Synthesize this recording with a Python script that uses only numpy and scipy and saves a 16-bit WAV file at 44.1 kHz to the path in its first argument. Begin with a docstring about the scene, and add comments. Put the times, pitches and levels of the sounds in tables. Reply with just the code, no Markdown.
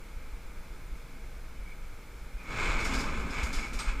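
"""Container crane cab

Machinery hums over a deep, lumpy rumble. At about 2.4 s the cab swings into motion: the rumble
swells, panels drone, surfaces scrape, joints creak and loose fittings rattle in short bursts.
All is heard, almost in mono, through a small hard microphone case with hollow resonances."""
import sys
import numpy as np
from scipy import signal
from scipy.fft import rfft, irfft
from scipy.io import wavfile

SR = 44100
rng = np.random.default_rng(int(sys.argv[2]) if len(sys.argv) > 2 else 0)


def transcribe(signal):
    """Save signal, clipped to [-1, 1], as a 16-bit WAV file at the path in sys.argv[1]."""
    frames = np.atleast_2d(signal).T
    limited = np.clip(frames, -1, 1)
    pcm = np.round(limited * 32767).astype(np.int16)
    wavfile.write(sys.argv[1], SR, pcm)


N = 176400
TIME_S = np.arange(N) / SR
FREQ_HZ = np.maximum(np.arange(N // 2 + 1) * SR / N, 1)

# microphone hiss, common to both channels: f/Hz, density/dB
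HISS_MID_SPECTRUM = [(3000, -102), (6000, -103.5), (15000, -108.5)]
# faint high hiss, opposite in the two channels: f/Hz, density/dB
HISS_SIDE_SPECTRUM = [(1300, -124), (4000, -112.5), (10000, -112), (15000, -121)]
# peaks and dips of the microphone case: f/Hz, width/Hz, gain/dB
CASE_RESONANCES = [(1281, 107, 8), (1495, 37, 1.5), (1639, 75, 4.5), (1882, 274, -6), (2188, 210, 7.5),
                   (2460, 480, 5.5), (2765, 100, -6), (2930, 67, 3.5), (3470, 160, 6), (4034, 270, 7.5),
                   (4800, 250, 6), (5420, 310, 7), (5900, 410, -1), (6880, 850, 6), (8150, 200, 5)]
# idle machinery and ventilation: f/Hz, density/dB
MACHINERY_SPECTRUM = [(90, -78), (160, -78.5), (300, -85), (620, -88.5), (1000, -91.5), (1800, -92),
                      (2500, -97.5), (3500, -106), (7000, -113), (15000, -120)]
# motor and fan tones: f/Hz, level/dB
MOTOR_TONES = [(468.3, -69), (904, -79.5), (1324, -79.5), (1432, -73.5), (1588, -80.5), (1868, -74),
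               (2067, -77), (2336, -82.5)]
# shaking of the structure: f/Hz, density/dB
RUMBLE_SPECTRUM = [(10, -63), (21, -51.5), (36, -65), (50, -61.5), (70, -74), (100, -87), (200, -108)]
# swell of the shaking: t/s, level/dB
RUMBLE_ENVELOPE = [(2.47, 0), (2.68, 9), (3.2, 9.5), (3.65, 4.5)]
# jolts of the cab: t/s, level/dB, f/Hz
JOLTS = [(0.156, -32, 36), (.322, -31.5, 37.7), (0.689, -35, 37.3), (0.849, -34, 40), (.912, -31, 34),
         (1.41, -38.5, 43.5), (1.6, -35, 40), (1.675, -41, 42), (2.112, -33.5, 41.6), (2.209, -37.5, 37.8),
         (2.337, -29.5, 38), (2.686, -20.5, 33.2), (2.746, -24, 28), (2.965, -29, 27.6), (3.425, -26, 55.7),
         (3.559, -25, 30), (3.751, -22.5, 25.2), (3.87, -19, 32.5)]
# broad part of the panel drone: f/Hz, density/dB
DRONE_SPECTRUM = [(40, -71), (68, -57.5), (95, -67.5), (170, -65), (300, -70), (450, -70.5), (800, -77),
                  (1200, -75), (2500, -100)]
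# panel resonances: f/Hz, half-width/Hz, level/dB
PANEL_MODES = [(163, 13, -49.5), (228, 7.3, -45), (267, 6, -45), (449, 5.6, -59.5)]
# swell of the panel drone: t/s, level/dB
DRONE_ENVELOPE = [(2.35, -30), (2.47, -11), (2.54, -1), (2.65, -0.5), (2.94, 1.5), (3.1, -1), (3.45, -5),
                  (3.7, -10)]
# creaking joints: centre t/s, length/s, f/Hz, level/dB
JOINT_SLIPS = [(1.70, 0.11, 2270, -62), (2.41, 0.069, 2450, -58), (3.09, 0.027, 1280, -41),
               (3.645, 0.06, 2230, -50.5), (3.617, 0.036, 6700, -57)]
# rubbing surfaces: f/Hz, density/dB
SCRAPE_SPECTRUM = [(200, -78.5), (500, -76.5), (1000, -71), (1500, -69.5), (2400, -71.5), (3200, -81.5),
                   (5000, -87.5), (8000, -90), (9300, -100), (15000, -110)]
# rubbing force: t/s, level/dB
SCRAPE_FORCE = [(2.3, -42), (2.42, -20.5), (2.48, -12.5), (2.52, -5), (2.62, .5), (2.7, 1.5), (2.75, -2),
                (2.96, -2), (3.08, -7), (3.26, -11), (3.39, -2), (3.5, -8), (3.6, -7.5), (3.72, -13.5),
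                (3.83, -12), (3.89, -4), (3.94, -12)]
# touches of loose fittings: f/Hz, density/dB
RATTLE_SPECTRUM = [(500, -103), (1200, -73.5), (2500, -78.5), (4000, -80.5), (5300, -77), (8200, -81.5),
                   (9500, -85), (12000, -88.5), (15000, -100)]
# rattle bursts: t/s, level/dB, t60/s, tilt/(dB per octave), ring f/Hz, ring gain/dB
RATTLE_BURSTS = [(2.797, -9, 0.67, -1.5, 8200, 4), (2.843, -3, .32, -1.5, 5450, 3),
                 (2.933, -2.5, 0.31, -2, 4700, 5), (2.983, -4.5, 0.34, -0.5, 5020, 9),
                 (3.168, -17.5, 0.64, -1, 7000, 1), (3.299, -15, 0.47, 2, 5080, 18),
                 (3.427, -6, 0.32, 1, 6730, 4.5), (3.526, -4, 0.58, -0.5, 5100, 6),
                 (3.729, -7.5, 0.28, 1, 5200, 3), (3.785, -3, 0.35, -3, 8320, 16)]


def from_db(db):
    """Decibels to gain."""
    return 10 ** (np.asarray(db) / 20)


def rms_one(x):
    """Scale to rms 1."""
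    return x / np.sqrt(np.mean(x ** 2) + 1e-20)


def white():
    """White noise, rms 1."""
    return rng.standard_normal(N)


def level(points):
    """Gain over time from (t/s, level/dB) points."""
    t_s, db = np.transpose(points)
    return from_db(np.interp(TIME_S, t_s, db))


def ramp(start_s, length_s):
    """Linear rise from 0 to 1."""
    return np.clip((TIME_S - start_s) / length_s, 0, 1)


def colour(x, spectrum, tilt_db_per_oct=0, pivot_hz=6000):
    """Shape white input of rms 1 to a spectral density, with optional tilt."""
    hz, db = np.transpose(spectrum)
    density_db = np.interp(np.log(FREQ_HZ), np.log(hz), db)
    octaves = np.log2(np.maximum(FREQ_HZ, hz[0]) / pivot_hz)
    return irfft(rfft(x) * from_db(density_db + tilt_db_per_oct * octaves), N) * np.sqrt(SR / 2)


def pass_filter(x, kind, corner_hz):
    """Second-order low-pass or high-pass."""
    return signal.sosfilt(signal.butter(2, corner_hz, kind, fs=SR, output="sos"), x)


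def peak(x, hz, width_hz, gain_db):
    """One resonance or dip."""
    gain = from_db(gain_db / 2)
    alpha = np.pi * width_hz / SR
    tuning = -2 * np.cos(2 * np.pi * hz / SR)
    zeros = [1 + alpha * gain, tuning, 1 - alpha * gain]
    poles = [1 + alpha / gain, tuning, 1 - alpha / gain]
    return signal.lfilter(zeros, poles, x)


def ring(hz, half_width_hz):
    """Noise-driven resonance, rms 1."""
    return rms_one(irfft(rfft(white()) / (1 + ((FREQ_HZ - hz) / half_width_hz) ** 2), N))


def drift(rate_hz):
    """Slow random motion, rms 1."""
    return ring(0, rate_hz)


def contacts(per_s, spread_db):
    """Tiny impulses at random times, rms 1."""
    sizes = from_db(spread_db * np.minimum(rng.exponential(1, N), 5)) * np.sign(white())
    return rms_one(sizes * (rng.random(N) < per_s / SR))


def microphone_case(x):
    """The hollow case colours the sound with a chain of peaks and dips."""
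    for hz, width_hz, gain_db in CASE_RESONANCES:
        x = peak(x, hz, width_hz, gain_db)
    return x


def cab_reflections(x, t60_s=0.11, wet_db=-11.5):
    """Add short, dense reflections off the glass walls; bass escapes through them."""
    tail = pass_filter(white() * from_db(-60 * TIME_S / t60_s), "high", corner_hz=590)
    return x + from_db(wet_db) * signal.fftconvolve(x, tail / np.linalg.norm(tail))[:N]


def machinery():
    """Steady rush of idle machinery and ventilation."""
    return colour(white(), MACHINERY_SPECTRUM)


def motors(wander_hz=0.56, waver_db=1):
    """Motors and fans sing on steady tones, wavering slightly in pitch and level."""
    out = 0
    for hz, db in MOTOR_TONES:
        phase = 2 * np.pi * np.cumsum(hz + wander_hz * drift(rate_hz=2)) / SR
        out += from_db(db + waver_db * drift(rate_hz=2)) * rms_one(np.sin(phase))
    return out


def rumble(lurch_db=0.5):
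    """The structure shakes unevenly, harder once the cab moves."""
    shaking = pass_filter(colour(white(), RUMBLE_SPECTRUM), "low", corner_hz=200)
    return shaking * level(RUMBLE_ENVELOPE) * from_db(lurch_db * drift(rate_hz=15))


def jolts(rise_s=0.016):
    """Each jolt rocks the cab for a cycle or two."""
    out = 0
    for start_s, db, hz in JOLTS:
        age_s = np.maximum(TIME_S - start_s, 0)
        envelope = (age_s / rise_s * np.exp(1 - age_s / rise_s)) ** 2
        out += from_db(db) * envelope * np.sin(2 * np.pi * hz * age_s)
    return out


def panel_drone():
    """Motion shakes the panels; their resonances build up a little later."""
    broad = pass_filter(colour(white(), DRONE_SPECTRUM), "low", corner_hz=2500)
    modes = sum(from_db(db) * ring(hz, half_width_hz) for hz, half_width_hz, db in PANEL_MODES)
    return level(DRONE_ENVELOPE) * (broad + modes * ramp(start_s=2.8, length_s=0.125))


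def creaks():
    """A joint slips and sings briefly at one rough pitch."""
    out = 0
    for centre_s, length_s, hz, db in JOINT_SLIPS:
        envelope = np.sin(np.pi * ramp(centre_s - length_s / 2, length_s))
        out += from_db(db) * envelope * ring(hz, half_width_hz=110)
    return out


def scrape(flutter_db=1, treble_hz=3120, brightening=0.034):
    """Rubbing surfaces: dense slips, louder and slightly brighter under more force."""
    slips = contacts(per_s=4500, spread_db=1) * from_db(flutter_db * drift(rate_hz=25))
    friction = colour(slips, SCRAPE_SPECTRUM)
    treble = irfft(rfft(friction) / (1 + (treble_hz / FREQ_HZ) ** 8), N)
    force = level(SCRAPE_FORCE)
    return force * (friction - treble + treble * force ** brightening)


def rattles(attack_s=0.0068):
    """Each loose fitting gives a bright, fast-dying shower of touches with its own ring."""
    out = 0
    for start_s, db, t60_s, tilt_db_per_oct, ring_hz, ring_db in RATTLE_BURSTS:
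        decay_db = 60 * np.maximum(TIME_S - start_s - attack_s, 0) / t60_s
        envelope = ramp(start_s, attack_s) * from_db(db - decay_db)
        touches = envelope * contacts(per_s=5000, spread_db=0)
        burst = colour(touches, RATTLE_SPECTRUM, tilt_db_per_oct)
        out += peak(burst, ring_hz, width_hz=250, gain_db=ring_db)
    return out


def scene():
    """Motor tones plus the reflected sources, through the case, alike in both channels."""
    tones = motors()
    sources = machinery() + rumble() + jolts() + panel_drone() + scrape() + creaks() + rattles()
    return microphone_case(tones + cab_reflections(sources)) * np.ones((2, 1))


def record(dry, cutoff_hz=15250):
    """Add faint mid and side hiss, then a steep low-pass."""
    mid = colour(white(), HISS_MID_SPECTRUM)
    side = colour(white(), HISS_SIDE_SPECTRUM) * np.array([[1], [-1]])
    return irfft(rfft(dry + mid + side) / np.sqrt(1 + (FREQ_HZ / cutoff_hz) ** 900), N)


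dry = scene()
out = record(dry)
transcribe(out)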